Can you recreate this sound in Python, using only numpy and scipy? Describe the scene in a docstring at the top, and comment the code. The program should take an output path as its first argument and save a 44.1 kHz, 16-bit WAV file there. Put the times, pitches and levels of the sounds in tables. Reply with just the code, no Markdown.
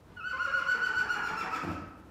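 """In a wooden barn, a young horse whinnies. Its vocal folds oscillate at a high pitch that arches seven
times a second, sinking and growing hoarser; in the troughs, period doubling adds half and quarter pitch.
A puff of turbulent air follows each crest, some with a croak or a thin squeak, and low fluttering grunts
end the call. Hooves scrape the dirt floor, the boards reflect it all, and a faint rumble lies beneath."""
import sys
import numpy as np
from scipy import signal
from scipy.fft import rfft, irfft
from scipy.io import wavfile

SR = 44100
rng = np.random.default_rng(int(sys.argv[2]) if len(sys.argv) > 2 else 0)


def transcribe(u):
    """Save the signal u as a 16-bit wav file named by the first command-line argument.

    u: samples, shape (n,) or (channels, n), limited to [-1, 1]; the rate is SR.
    q: integer samples, one column per channel.
    """
    v = np.clip(np.atleast_2d(u).T, -1, 1)
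    q = np.round(v * 32767).astype(np.int16)
    wavfile.write(sys.argv[1], SR, q)


N = 92610
TOP_HZ = 15550  # upper band limit

# crests of the voice: t/s, f/Hz, level/dB, puff level/dB, roughness, upper overtone gain/dB
ARCHES = [(.29, 1505, -29, -57.5, 0.06, -1.5), (.432, 1458, -24, -51.5, 0.1, -4),
          (.568, 1462, -23, -49, 0.09, -4), (.702, 1496, -25.5, -47.5, 0.17, 3),
          (.85, 1506, -23, -48, 0.06, 0.5), (.983, 1496, -25, -46, 0.05, 2.5),
          (1.124, 1458, -24, -48.5, 0.02, 6), (1.259, 1411, -30.5, -46, 0.08, 10.5),
          (1.392, 1356, -26.5, -46.5, 0.12, 8), (1.539, 1322, -24.5, -45, 0.17, -1.5),
          (1.637, 1307, -31.5, -56.5, .8, 1.5), (1.709, 1309, -33.5, -53.5, 1.23, -9)]


def undb(db):
    """The decibel is logarithmic: 20 dB is a tenfold amplitude."""
    return 10 ** (np.asarray(db) / 20)


def unit(x):
    """Normalisation to rms 1."""
    return x / np.sqrt(np.mean(x ** 2))


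def at(points, hz):
    """Interpolation of (f/Hz, value) points on a log-frequency axis."""
    f, v = np.array(points, float).T
    return np.interp(np.log(hz + 1), np.log(f), v)


def colour(x, points):
    """Minimum-phase filter: folding the cepstrum makes the (f/Hz, gain/dB) response causal."""
    size = 2 * N
    cepstrum = irfft(np.log(undb(at(points, np.arange(N + 1) * SR / size))))
    cepstrum[1:N] *= 2
    cepstrum[N + 1:] = 0
    return irfft(rfft(x, size) * np.exp(rfft(cepstrum)))[:N]


def noise(points):
    """Spectral shaping of white noise, at rms 1."""
    return unit(colour(rng.standard_normal(N), points))


def wobble(hz):
    """Random modulation: noise low-passed near hz, at rms 1."""
    f = np.arange(N // 2 + 1) * SR / N
    spectrum = rfft(rng.standard_normal(N)) / np.sqrt(1 + (f / hz) ** 2)
    return unit(irfft(spectrum * np.exp(-(f / hz / 2) ** 2), N))


def burst(t, start, length, edge):
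    """Trapezoidal envelope: attack, hold and release."""
    return np.clip((t - start) / edge, 0, 1) * np.clip((start + length - t) / edge + 1, 0, 1)


def rumble():
    """Ambient noise: a faint low rumble whose level wavers slightly."""
    spectrum = [(20, -25.5), (45, -1), (80, 0.5), (140, -5), (300, -9.5), (600, -15), (1200, -19),
                (2200, -29.5), (5000, -36.5), (15000, -44.5)]  # quiet barn: f/Hz, relative level/dB
    return undb(-55 + wobble(16)) * noise(spectrum)


def barn(t, x):
    """Reverberation: direct sound, early reflections and an exponential tail whose treble dies first."""
    decay_times = [(100, 0.54), (400, 0.95), (1250, 0.82), (1520, 0.96), (2500, 0.73), (4500, 0.69),
                   (8000, 0.46), (15000, 0.1)]  # reverberation time: f/Hz, T60/s
    echoes = [(.0043, 0.18), (0.017, 0.13), (.066, 0.25)]  # reflections off floor and boards: delay/s, gain
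    onset_s = 0.018
    f, lag, cells = signal.stft(rng.standard_normal(N), SR, nperseg=256)
    fade = np.exp(-np.log(1000) * lag / at(decay_times, f)[:, None]) * np.minimum(lag / onset_s, 1)
    tail = signal.istft(cells * fade, SR)[1][:N] * np.sqrt(16 / SR)
    early = x + sum(gain * np.interp(t - delay, t, x, left=0) for delay, gain in echoes)
    return undb(-6) * early + undb(-3.5) * signal.fftconvolve(x, tail)[:N]


def hooves(t):
    """Friction noise: hooves shuffle on the dirt in soft gritty scrapes."""
    shuffles = [(0.061, 0.067, -47), (0.926, 0.065, -47), (2.027, 0.065, -57)]  # scrapes: t/s, duration/s, level/dB
    dirt = [(30, -26), (80, 8), (150, -10.5), (350, -10), (700, -19.5), (1100, -13.5), (2000, -24),
            (5000, -36.5), (15000, -61)]  # scrape spectrum: f/Hz, relative level/dB
    weight = sum(undb(db) * burst(t, start, length, edge=0.042) for start, length, db in shuffles)
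    return weight * noise(dirt) * undb(2.9 * wobble(88))


def flutter(effort, resonances, hz, air):
    """Source and filter: uneven flaps of soft tissue, each with a gasp of air, excite resonances."""
    cycles = np.cumsum(hz * (1 + 0.2 * wobble(hz / 2))) / SR
    flaps = unit(np.diff(np.floor(cycles), prepend=0))
    gasps = unit(np.exp(-(cycles % 1) / 0.37) * rng.standard_normal(N))
    drive = flaps + air * gasps
    return colour(drive * effort, resonances) / np.std(colour(drive, resonances))


def grunts(t):
    """Cavity resonance: slow flaps ring the chest and nose."""
    pushes = [(1.627, 0.026, -28), (1.674, 0.05, -30.5), (1.807, 0.019, -40.5), (1.948, 0.07, -47.5)]  # closing grunts: t/s, duration/s, level/dB
    chest = [(40, -28), (70, -5), (97, 0), (140, -13.5), (215, 6), (255, -5.5), (292, 0), (380, -15),
             (800, -16), (2000, -32.5), (8000, -51)]  # chest and nose response: f/Hz, relative gain/dB
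    effort = sum(undb(db) * burst(t, start, length, edge=0.0042) for start, length, db in pushes)
    return flutter(effort, chest, hz=85.6, air=0.64)


def croaks(t):
    """Pulse excitation: where the voice cracks, uneven pulses rattle the throat."""
    cracks = [(0.746, -36.5), (.878, -48), (1.022, -40.5), (1.163, -35), (1.293, -42), (1.425, -38)]  # cracks after the crests: t/s, level/dB
    throat = [(140, -22.5), (210, 2), (260, -4), (380, -1), (640, -17.5), (830, -1.5), (1120, -4.5),
              (1350, 6), (1700, -8.5), (2500, -10), (3600, -38), (8000, -40.5)]  # throat response: f/Hz, relative gain/dB
    effort = sum(undb(db) * burst(t, start, length=0.04638, edge=0.0028) for start, db in cracks)
    return flutter(effort, throat, hz=206.14, air=0.5)


def squeaks(t):
    """Frequency glide: brief harmonic squeals slide down as the voice breaks."""
    squeals = [(1.15, -53), (1.289, -45.5), (1.421, -43.5), (1.56, -43)]  # ends of the late arches: t/s, level/dB
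    partials = [-8, 6.5, -2.5, -19, -29, -8.5]  # harmonics 1 to 6: gain/dB
    middle_hz, sag_hz_per_s, width_s, jitter = 1150, 7000, 0.011, 0.012
    out = 0
    for middle, db in squeals:
        late = np.clip(t - middle, -0.05, 0.05)
        hz = (middle_hz - sag_hz_per_s * late) * (1 + jitter * wobble(404.5))
        phase = 2 * np.pi * np.cumsum(hz) / SR
        tone = sum(undb(partial_db) * np.sin(k * phase) for k, partial_db in enumerate(partials, 1))
        out = out + undb(db) * np.exp(-((t - middle) / width_s) ** 2) * tone
    return out


def puffs(t):
    """Turbulence noise: air rushes out just after each crest and flows more gently in between."""
    spectrum = [(300, -12), (800, -4), (1400, 4), (2000, 0), (2500, 4), (3700, -9), (4500, -2), (5500, -3),
                (6400, -12), (7200, -7), (8300, -17), (10500, -20), (12200, -16.5), (15500, -23)]  # outrushing air: f/Hz, relative level/dB
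    lag_s, rush_s, gentle_s = 0.019, 0.028, 0.075
    flow = 0
    for crest_s, _, _, db, *_ in ARCHES:
        late = t - crest_s - lag_s
        flow = flow + undb(db) * (np.exp(-(late / rush_s) ** 2) + 0.25 * np.exp(-(late / gentle_s) ** 2))
    return flow * noise(spectrum) * undb(2 * wobble(150))


def harmonics(phase, hz, octave_db, bright_db):
    """Formant filtering: throat and mouth weight each harmonic of the clear voice."""
    throat = [(200, -10), (600, 6), (830, 2), (1060, -2.5), (1200, -10), (1320, 0.5), (1480, 3.5),
              (1750, 3.5), (2100, -14), (2500, -11), (2800, -15), (2950, -15), (3150, -20), (3700, -44.5),
              (4050, -28), (4450, -18), (4900, -30), (5400, -21.5), (5950, -31.5), (6350, -38.5),
              (7300, -31.5)]  # throat and mouth response: f/Hz, gain/dB
    treble = [(7550, -32), (8100, -46), (10000, -42), (11000, -46), (15000, -47)]  # the same for the highest partials: f/Hz, gain/dB
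    out = 0
    for k in range(1, 15):
        db = at(throat + treble, k * hz) + (k == 2) * octave_db + bright_db * min((k - 1) / 3.87, 1)
        out = out + undb(db) * (k * hz < TOP_HZ) * np.sin(k * phase)
    return out


def subharmonics(phase, hz, highest):
    """Period doubling: odd multiples of a halved pitch fall between the partials of the pitch above."""
    throat = [(155, -22), (205, -6.5), (262, -10.5), (330, 1.5), (410, -5), (540, -9), (660, -35.5),
              (1000, -1), (1400, -6.5), (1630, -15.5), (2600, -28.5), (3600, -33), (5300, -43)]  # throat and mouth response to the broken voice: f/Hz, gain/dB
    return sum(undb(at(throat, k * hz)) * np.sin(k * phase) for k in range(1, highest + 1, 2))


def whinny(t):
    """Nonlinear oscillation: the voice arches up to each crest; in the troughs its period doubles twice."""
    squeal = [(0.16, 1510, -63), (0.173, 1461, -35), (0.194, 1420, -41), (0.213, 1285, -31.5),
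              (0.237, 1317, -39)]  # opening squeal: t/s, f/Hz, level/dB
    # dips between crests: t/s, f/Hz, level/dB, half-pitch gain/dB, quarter-pitch gain/dB, roughness
    troughs = [(0.354, 1051, -30.5, -3, -31, 0.3), (.49, 1084, -29, 5.5, -28, 0.21),
               (0.629, 1045, -31, -1.5, -32, 0.59), (0.78, 965, -44, 5, -13.5, 1.04),
               (.91, 908.7, -38, 1, -7.5, 0.93), (1.049, 832, -39, -1, -22, 0.93),
               (1.189, 818.4, -34.5, -7.5, -14, .9), (1.325, 820.8, -37, -0.5, 1, 1),
               (1.46, 828.1, -36.5, -1.5, 0, 1.06), (1.59, 839, -40, 5, 8.5, 1.11),
               (1.67, 893, -45, -22, 1, 1.08)]
    breath = [(300, 24.5), (800, 19), (1400, 27), (2000, 24.5), (2600, -1.5), (3700, -25), (4500, 2.5),
              (6400, -6), (7200, 2), (8300, -13.5), (15500, -21)]  # air in throat and mouth: f/Hz, relative level/dB
    rise_s, fall_s, end_s, release_s = 0.06, 0.043, 1.722, 0.02
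    tiring_s, break_fade_db_per_s = (1, 1.6), 61
    crest_s, crest_hz, crest_db, _, crest_rough, crest_bright_db = np.array(ARCHES).T
    low_s, low_hz, low_db, half_db, quarter_db, low_rough = np.array(troughs).T
    open_s, open_hz, open_db = np.array(squeal).T

    # as the horse tires, the arches sharpen (2 = parabola) and the voice thins more while it slides
    flatness = np.interp(crest_s, tiring_s, (2.9, 1.9))
    slide_dip_db = np.interp(crest_s, tiring_s, (-2, -4.5))
    since = t - crest_s[:, None]
    distance = np.abs(since) / np.where(since < 0, rise_s, fall_s)
    arch = np.clip(1 - distance ** flatness[:, None], 0, 1).max(axis=0)  # 0 in a trough, 1 on a crest
    nearest = np.abs(since).argmin(axis=0)
    trough = np.clip(np.searchsorted(crest_s, t) - 1, 0, len(low_s) - 1)
    opening = t < crest_s[0]
    tip = arch ** np.where(t < crest_s[nearest], 2.1, 3)  # narrower than the arch, most of all falling

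    def blend(share, in_opening, in_trough, on_crests):
        """Linear crossfade from the opening or trough value to that of the nearest crest."""
        return (1 - share) * np.where(opening, in_opening, in_trough) + share * on_crests[nearest]

    hz = blend(arch, np.interp(t, open_s, open_hz), low_hz[trough], crest_hz)
    rough = blend(tip, 0.19, np.interp(t, low_s, low_rough), crest_rough)
    bright_db = blend(tip, -13, -9.5, crest_bright_db)
    octave_db = np.where(opening, 8 * (1 - arch), -1.5 * (1 - arch ** 2))
    level_db = blend(arch, np.interp(t, open_s, open_db), np.interp(t, low_s, low_db), crest_db)
    level_db += slide_dip_db[nearest] * np.sin(np.pi * arch) * ~opening
    gate = (t > open_s[0]) * np.clip(1 - (t - end_s) / release_s, 0, 1)

    jitter = 0.03467 * rough * wobble(387)
    wander = 0.05956 * rough ** 2 * (1 - arch) * wobble(106.7)
    phase = 2 * np.pi * np.cumsum(hz * (1 + jitter + wander)) / SR
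    slip_hz = 40 * rough * wobble(91.43)  # the quarter pitch drifts out of step
    quarter_phase = phase / 4 + 2 * np.pi * np.cumsum(slip_hz) / SR

    clear = harmonics(phase, hz, octave_db, bright_db)
    halves = undb(half_db[trough]) * subharmonics(phase / 2, hz / 2, highest=13)
    quarters = undb(quarter_db[trough]) * subharmonics(quarter_phase, hz / 4, highest=25)
    break_fade = undb(-break_fade_db_per_s * (t - low_s[trough]))
    broken = (1 - arch) * ~opening * break_fade * (halves + quarters)
    rasp = undb(-12.5) * rough * noise(breath) * (1 + 0.29 * np.sin(quarter_phase))
    shimmer = 1 + 0.22 * rough * wobble(290)
    return undb(level_db) * gate * ((clear + broken) * shimmer + rasp)


def scene():
    """Superposition: the horse's sounds add and reverberate in the barn, over the rumble."""
    t = np.arange(N) / SR
    horse = whinny(t) + puffs(t) + croaks(t) + squeaks(t) + grunts(t) + hooves(t)
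    return (barn(t, horse) + rumble())[None]


def record(dry):
    """Band limiting: filters cut the deepest bass and the highest treble."""
    dry = signal.sosfilt(signal.butter(3, 42, "high", fs=SR, output="sos"), dry)
    return signal.sosfilt(signal.ellip(10, 0.2, 80, TOP_HZ, fs=SR, output="sos"), dry)


dry = scene()
out = record(dry)
transcribe(out)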